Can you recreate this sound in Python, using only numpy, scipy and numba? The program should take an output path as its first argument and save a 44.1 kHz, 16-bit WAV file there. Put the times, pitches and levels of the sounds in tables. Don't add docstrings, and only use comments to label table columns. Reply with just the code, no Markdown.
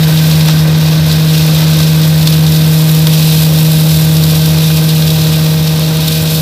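import sys
import numpy as np
from scipy import signal
from scipy.fft import rfft, irfft
from scipy.io import wavfile
from scipy.ndimage import uniform_filter1d
from numba import njit

SR = 44100
rng = np.random.default_rng(int(sys.argv[2]) if len(sys.argv) > 2 else 0)


def boost_factor(decibels):
    exponent = np.asarray(decibels, float) / 20
    return 10 ** exponent


def int16_out(signal):
    q = np.round(np.clip(np.atleast_2d(signal).T, -1, 1) * 32767)
    wavfile.write(sys.argv[1], SR, q.astype(np.int16))


N = 282681
BURST_N = 4000


def level(x):
    return x / np.sqrt(np.mean(x ** 2))


def colour(x, points):
    hz, db = np.transpose(points)
    log_hz = np.log(np.maximum(np.arange(4097) * SR / 8192, 1))
    log_gain = np.interp(log_hz, np.log(hz), db, left=-60, right=-60) * np.log(10) / 20
    cepstrum = irfft(log_gain)
    cepstrum[1:4096] *= 2
    cepstrum[4097:] = 0
    return signal.fftconvolve(x, irfft(np.exp(rfft(cepstrum))))[:N]


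def walk(rate):
    hold = int(SR / rate)
    steps = np.repeat(rng.standard_normal(2000)[:N // hold + 1], hold)
    wander = uniform_filter1d(uniform_filter1d(steps, hold), hold)[:N]
    return wander / wander.std()


def phase(hz):
    return 2 * np.pi * np.cumsum(hz * np.ones(N)) / SR


def decay(x, ring_s):
    return signal.lfilter([1], [1, -np.exp(-1 / (ring_s * SR))], x)


def debris(rate, spread_db, ring_s):
    size_db = np.minimum(spread_db * rng.exponential(size=N), 10)
    hits = (rng.random(N) < rate / SR) * boost_factor(size_db)
    return level(decay(decay(hits, ring_s), ring_s / 3))


def bursts(times_s, ring_s, rise_s):
    age = np.arange(BURST_N) / SR
    shape = (1 - np.exp(-age / rise_s)) * np.exp(-age / ring_s)
    rows = rng.standard_normal((len(times_s), BURST_N)) * shape
    rows = rows * np.sqrt(np.sum(shape ** 2) / np.sum(rows ** 2, axis=1, keepdims=True))
    return (np.asarray(times_s) * SR).astype(int), rows


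# start_s, row_rate_hz, hum_level_db
ROTOR_DRIFT = [(0.0, 157.7, -7), (0.6, 156.7, -7), (1.2, 157, -8), (2.0, 157, -7), (2.8, 157.1, -7),
               (3.7, 157, -7), (4.6, 157.5, -8), (5.2, 157.2, -8.5), (5.6, 157.07, -9.5), (6.0, 157.8, -11),
               (6.41, 157.7, -11.5)]


def rotor(t):
    start_s, row_hz, hum_db = np.transpose(ROTOR_DRIFT)
    return phase(np.interp(t, start_s, row_hz)), np.interp(t, start_s, hum_db)


# start_level_db, slope_db_per_s (ground echo shifts with distance), share of the hum's fade
HUM_MULTIPLES = [(-27.5, 0.08, 1), (-36, 1.22, 0.1), (-38, 1.0, 0.1), (-49, 1, 0.1)]
# multiple of shaft rate, level_db
UNEVEN_ROWS = [(1, -56), (2, -40), (3, -37), (5, -40), (6, -39), (14, -46), (24, -52)]


def hum(t, row, hum_db):
    faded_db = hum_db - hum_db[0]
    multiples_db = [hum_db]
    for db, slope, share in HUM_MULTIPLES:
        multiples_db.append(db + slope * t + share * faded_db)
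    out = np.zeros(N)
    for k, db in enumerate(multiples_db):
        lead = 0.24 * k * k + 0.28 * k
        out += boost_factor(db + 0.18 * walk(16)) * np.cos((k + 1) * row + lead)
    for k, db in UNEVEN_ROWS:
        out += boost_factor(db + 4.5 * walk(3.9)) * np.cos(k * row / 4 + 6 * rng.random())
    return np.sqrt(2) * out


# multiple of firing rate, level_db
EXHAUST_THROB = [(1, -26.5), (2, -34.5)]
# pitch_hz, level_db
GEAR_WHINES = [(930, -49), (1203, -48.5), (1546, -43.5), (1856, -44.5), (2168, -49), (2475, -44),
               (2760, -43.5), (3092, -51), (5270, -50)]


def engine():
    firing_hz = 85.9
    fire = phase(firing_hz * (1 + 0.0018 * walk(3.78)))
    out = np.zeros(N)
    for k, db in EXHAUST_THROB:
        out += boost_factor(db + 3 * walk(14)) * np.sin(k * fire)
    speed = 1 + .001 * walk(4)
    for hz, db in GEAR_WHINES:
        out += boost_factor(db + 2 * walk(8)) * np.sin(phase(hz * (speed + .0009 * walk(40))))
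    return np.sqrt(2) * out


# pitch_hz, density_db_per_hz
RUMBLE_COLOUR = [(25, -9), (45, -25), (62, -2.5), (80, 1.5), (150, 1), (250, -4), (300, -5.5), (400, -11),
                 (520, -6), (700, -12.5), (1000, -12.5), (1350, -17), (1600, -22.5)]
# pitch_hz, density_db_per_hz
FRAME_COLOUR = [(1300, -12), (1550, 7), (1780, -1.5), (2000, 4), (2250, -4), (2600, 2)]


def rumble(away_db, twig_db):
    work_db = 0.66 * away_db + 0.6 * twig_db
    buzz_db = -29 + 1.5 * away_db + 0.32 * twig_db
    roar = level(colour(rng.standard_normal(N) * boost_factor(0.5 * walk(25.02)), RUMBLE_COLOUR))
    bass = signal.sosfilt(signal.butter(2, 450, fs=SR, output="sos"), roar)
    jolts = np.sqrt(1 + 0.091 * debris(70, 3.9, 0.0056) ** 2)
    mids = (roar - bass) * jolts * boost_factor(work_db - work_db.mean())
    buzz = level(colour(jolts * rng.standard_normal(N), FRAME_COLOUR)) * boost_factor(buzz_db)
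    return boost_factor(-21.5) * (bass + mids) + buzz


# start_s, grass_thickness_db, extra_twigs_and_clods_db
FEED_CHANGES = [(0, -25.5, 0), (.41, -25, 0), (.8, -28, 0), (1.05, -27.5, 0.5), (1.28, -25, 0),
                (1.6, -26.5, 1), (2.0, -25, -.5), (2.4, -25, -0.5), (2.85, -23, -1), (3.18, -21.5, 1),
                (3.9, -21.5, -1), (4.5, -22.5, 1), (4.84, -22.5, 0), (5.2, -22.5, 1), (5.69, -26.5, -1),
                (5.91, -26, -.5), (6.21, -24.5, -1), (6.41, -22, 0)]


def feed(t):
    start_s, grass_db, twig_db = np.transpose(FEED_CHANGES)
    middling_db = -24
    return np.interp(t, start_s, grass_db) - middling_db, np.interp(t, start_s, twig_db)


# pitch_hz, density_db_per_hz
HOOD_COLOUR = [(2100, -18.5), (2500, -7), (2900, -9.5), (3300, -6), (3750, -2), (4300, -5.5), (5300, -7.5),
               (6200, -12), (7000, -19.5), (9000, -23)]
# pitch_hz, density_db_per_hz
BLADE_COLOUR = [(5500, -43), (6800, -7.5), (7700, -5.5), (9400, -8), (11000, -3.5), (13000, -1.5),
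                (14500, -2.5), (15500, -7.5), (15750, -23)]


def cutting(row, grass_db, twig_db):
    hood_db = -20.45 + 0.34 * grass_db + twig_db
    blade_db = -23.8 + 1.04 * grass_db
    shower = boost_factor(0.91 * walk(11) + 0.25 * walk(45) + 0.11 * np.cos(row / 4))
    bits = debris(300, 1.1, 0.0066)
    rattle = shower * np.sqrt(1 + .5 * bits ** 2 + 0.13 * debris(170, 2.3, 0.0042) ** 2)
    puffs = boost_factor(1.7 * np.cos(row - 1.1) + 0.33 * np.cos(row / 2))
    hiss = shower * puffs * np.sqrt(1 + 0.62 * bits ** 2 + 0.38 * debris(250, 2.8, 0.00072) ** 2)
    rattle = level(colour(rattle * rng.standard_normal(N), HOOD_COLOUR))
    hiss = level(colour(hiss * rng.standard_normal(N), BLADE_COLOUR))
    return rattle * boost_factor(hood_db) + hiss * boost_factor(blade_db)


# start_s, peak_level_db, treble_level_db
STICKS_AND_STONES = [(0.174, -7, -11), (0.3127, -1, -14), (0.4828, 1.5, -15), (1.1139, -2, -17),
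                     (1.5454, -6, -5), (1.7883, -5.5, -8), (2.0148, -7, -9), (2.21, -12, -15),
                     (2.2724, 8, -12), (2.4648, -4, -15), (2.5481, -6.5, -11), (3.069, 2, -11),
                     (3.1338, -7, -13), (3.3149, -10, -12), (3.4321, -6, -5), (3.5867, -6, -11.5),
                     (3.7682, -6.5, -8), (4.0267, -12, -10), (4.1659, -3.5, -8), (4.2364, -2, -3),
                     (4.298, -4, -10), (4.4578, -4.5, -1.5), (4.583, -6, -11), (5.0215, -1, -13),
                     (5.0784, -4, -13), (5.1023, -2, -14), (5.464, -6, -12), (5.672, -5, -14),
                     (6.08, 1.5, -6)]
# start_s, peak_level_db, treble_level_db
SPLINTER_SHOWERS = [(0.408, -11.5, -11), (0.495, -6, -17), (0.5074, -8, -14), (1.0985, -11, -18),
                    (1.1244, -9.5, -6), (1.3793, -10.5, -7), (1.6394, -14, -9), (1.799, -11, -10),
                    (2.325, -6.5, -14), (2.805, -13, -13), (3.399, -13, -4), (3.4197, -10, -2),
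                    (3.4474, -20, -10), (4.639, -8.5, -11), (4.8894, -6, -7), (6.072, -8, -18),
                    (6.101, -15, -11), (6.1194, -10, -2), (6.3454, -10, -1), (6.36, -14, -8)]
# pitch_hz, density_db_per_hz
CRACK_COLOUR = [(500, -32), (1000, -19), (2500, -18), (3200, -6), (3800, 0), (4500, -3), (5500, -8),
                (7000, -15), (9000, -26)]


def strikes():
    crack, spray = np.zeros((2, N + BURST_N))
    for table, ring_s in (STICKS_AND_STONES, 0.0041), (SPLINTER_SHOWERS, 0.01):
        start_s, peak_db, treble_db = np.transpose(table)
        starts, rows = bursts(start_s, ring_s, .0006)
        for i, burst, size, treble in zip(starts, rows, boost_factor(peak_db), boost_factor(treble_db)):
            crack[i:i + BURST_N] += size * burst
            spray[i:i + BURST_N] += size * treble * burst
    return boost_factor(6) * colour(crack, CRACK_COLOUR) + boost_factor(4) * colour(spray, BLADE_COLOUR)


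# start_s, peak_level_db
GRIT_TICKS = [(0.2793, -8), (1.063, -5), (1.2466, -11), (1.5454, -6), (1.8244, -6), (2.0153, -9),
              (2.0781, -3), (2.2737, -10), (2.5406, -5), (2.7132, -7), (2.7881, -14), (2.821, -3),
              (2.8968, -8), (2.9147, -2), (2.9916, -1.5), (3.0684, -4), (3.3179, -15), (3.4057, -6),
              (3.5862, -10), (3.6292, -2), (3.9744, -7.5), (4.139, -9.5), (4.1508, -7), (4.2353, -8),
              (4.6089, -10), (5.0153, -7), (5.795, -5), (6.0786, -3), (6.2745, -13), (6.3405, -9)]


def ticks():
    ring_s = 0.0018
    stray_per_s, stray_db, stray_spread_db = 6, -10, -1
    out = np.zeros(N + BURST_N)
    start_s, peak_db = np.transpose(GRIT_TICKS)
    for i, burst, size in zip(*bursts(start_s, ring_s, .0001), boost_factor(peak_db)):
        out[i:i + BURST_N] += size * burst
    stray_size = boost_factor(stray_db + stray_spread_db * rng.standard_normal(N))
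    stray = (rng.random(N) < stray_per_s / SR) * stray_size
    return colour(out[:N] + decay(stray, ring_s) * rng.standard_normal(N), BLADE_COLOUR)


# start_s, peak_level_db
CLOD_THUDS = [(0.485, -10), (0.537, -20), (0.653, -18), (0.927, -22), (1.453, -16), (1.626, -14.5),
              (1.799, -18), (2.272, -21), (3.069, -14), (4.57, -19), (4.702, -19), (5.269, -19)]


def thuds():
    centre_hz, width_oct, ring_s = 950, 1.6, 0.0076
    out = np.zeros(N + BURST_N)
    start_s, peak_db = np.transpose(CLOD_THUDS)
    for i, burst, size in zip(*bursts(start_s, ring_s, .0007), boost_factor(peak_db + 10.5)):
        out[i:i + BURST_N] += size * burst
    edges_hz = centre_hz * 2 ** (width_oct * np.array([-.5, .5]))
    return signal.sosfilt(signal.butter(1, edges_hz, "band", fs=SR, output="sos"), out[:N])


def scene():
    t = np.arange(N) / SR
    start_m, speed_m_s = 8.2, 0.59
    away_db = -20 * np.log10(1 + speed_m_s * t / start_m)
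    row, hum_db = rotor(t)
    grass_db, twig_db = feed(t)
    machine = hum(t, row, hum_db) + engine() + rumble(away_db, twig_db)
    grass = cutting(row, grass_db, twig_db)
    return (machine + grass + strikes() + ticks() + thuds())[None]


@njit
def follow(x, attack, release):
    y, e = np.empty(len(x)), .6
    for i in range(len(x)):
        e += (abs(x[i]) - e) * (attack if abs(x[i]) > e else release)
        y[i] = e
    return y


def top_cut(x):
    return signal.sosfilt(signal.butter(12, 15700, fs=SR, output="sos"), x)


def record(dry):
    attack_s, release_s, squeeze = .001, .007, .6
    envelope = follow(dry[0], 1 / (attack_s * SR), 1 / (release_s * SR))
    held = dry * (uniform_filter1d(envelope, SR // 10) / envelope) ** squeeze
    rounded = boost_factor(0.33) * np.tanh(0.55 * held) / 0.54
    ceiling = .85
    capped = rounded / (1 + (rounded / ceiling) ** 8) ** (1 / 8)
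    capped = signal.sosfilt(signal.butter(2, 30, "high", fs=SR, output="sos"), capped)
    mix = signal.sosfiltfilt(signal.ellip(8, .2, 40, 15520, fs=SR, output="sos"), capped)
    return top_cut(mix)


dry = scene()
out = record(dry)
int16_out(out)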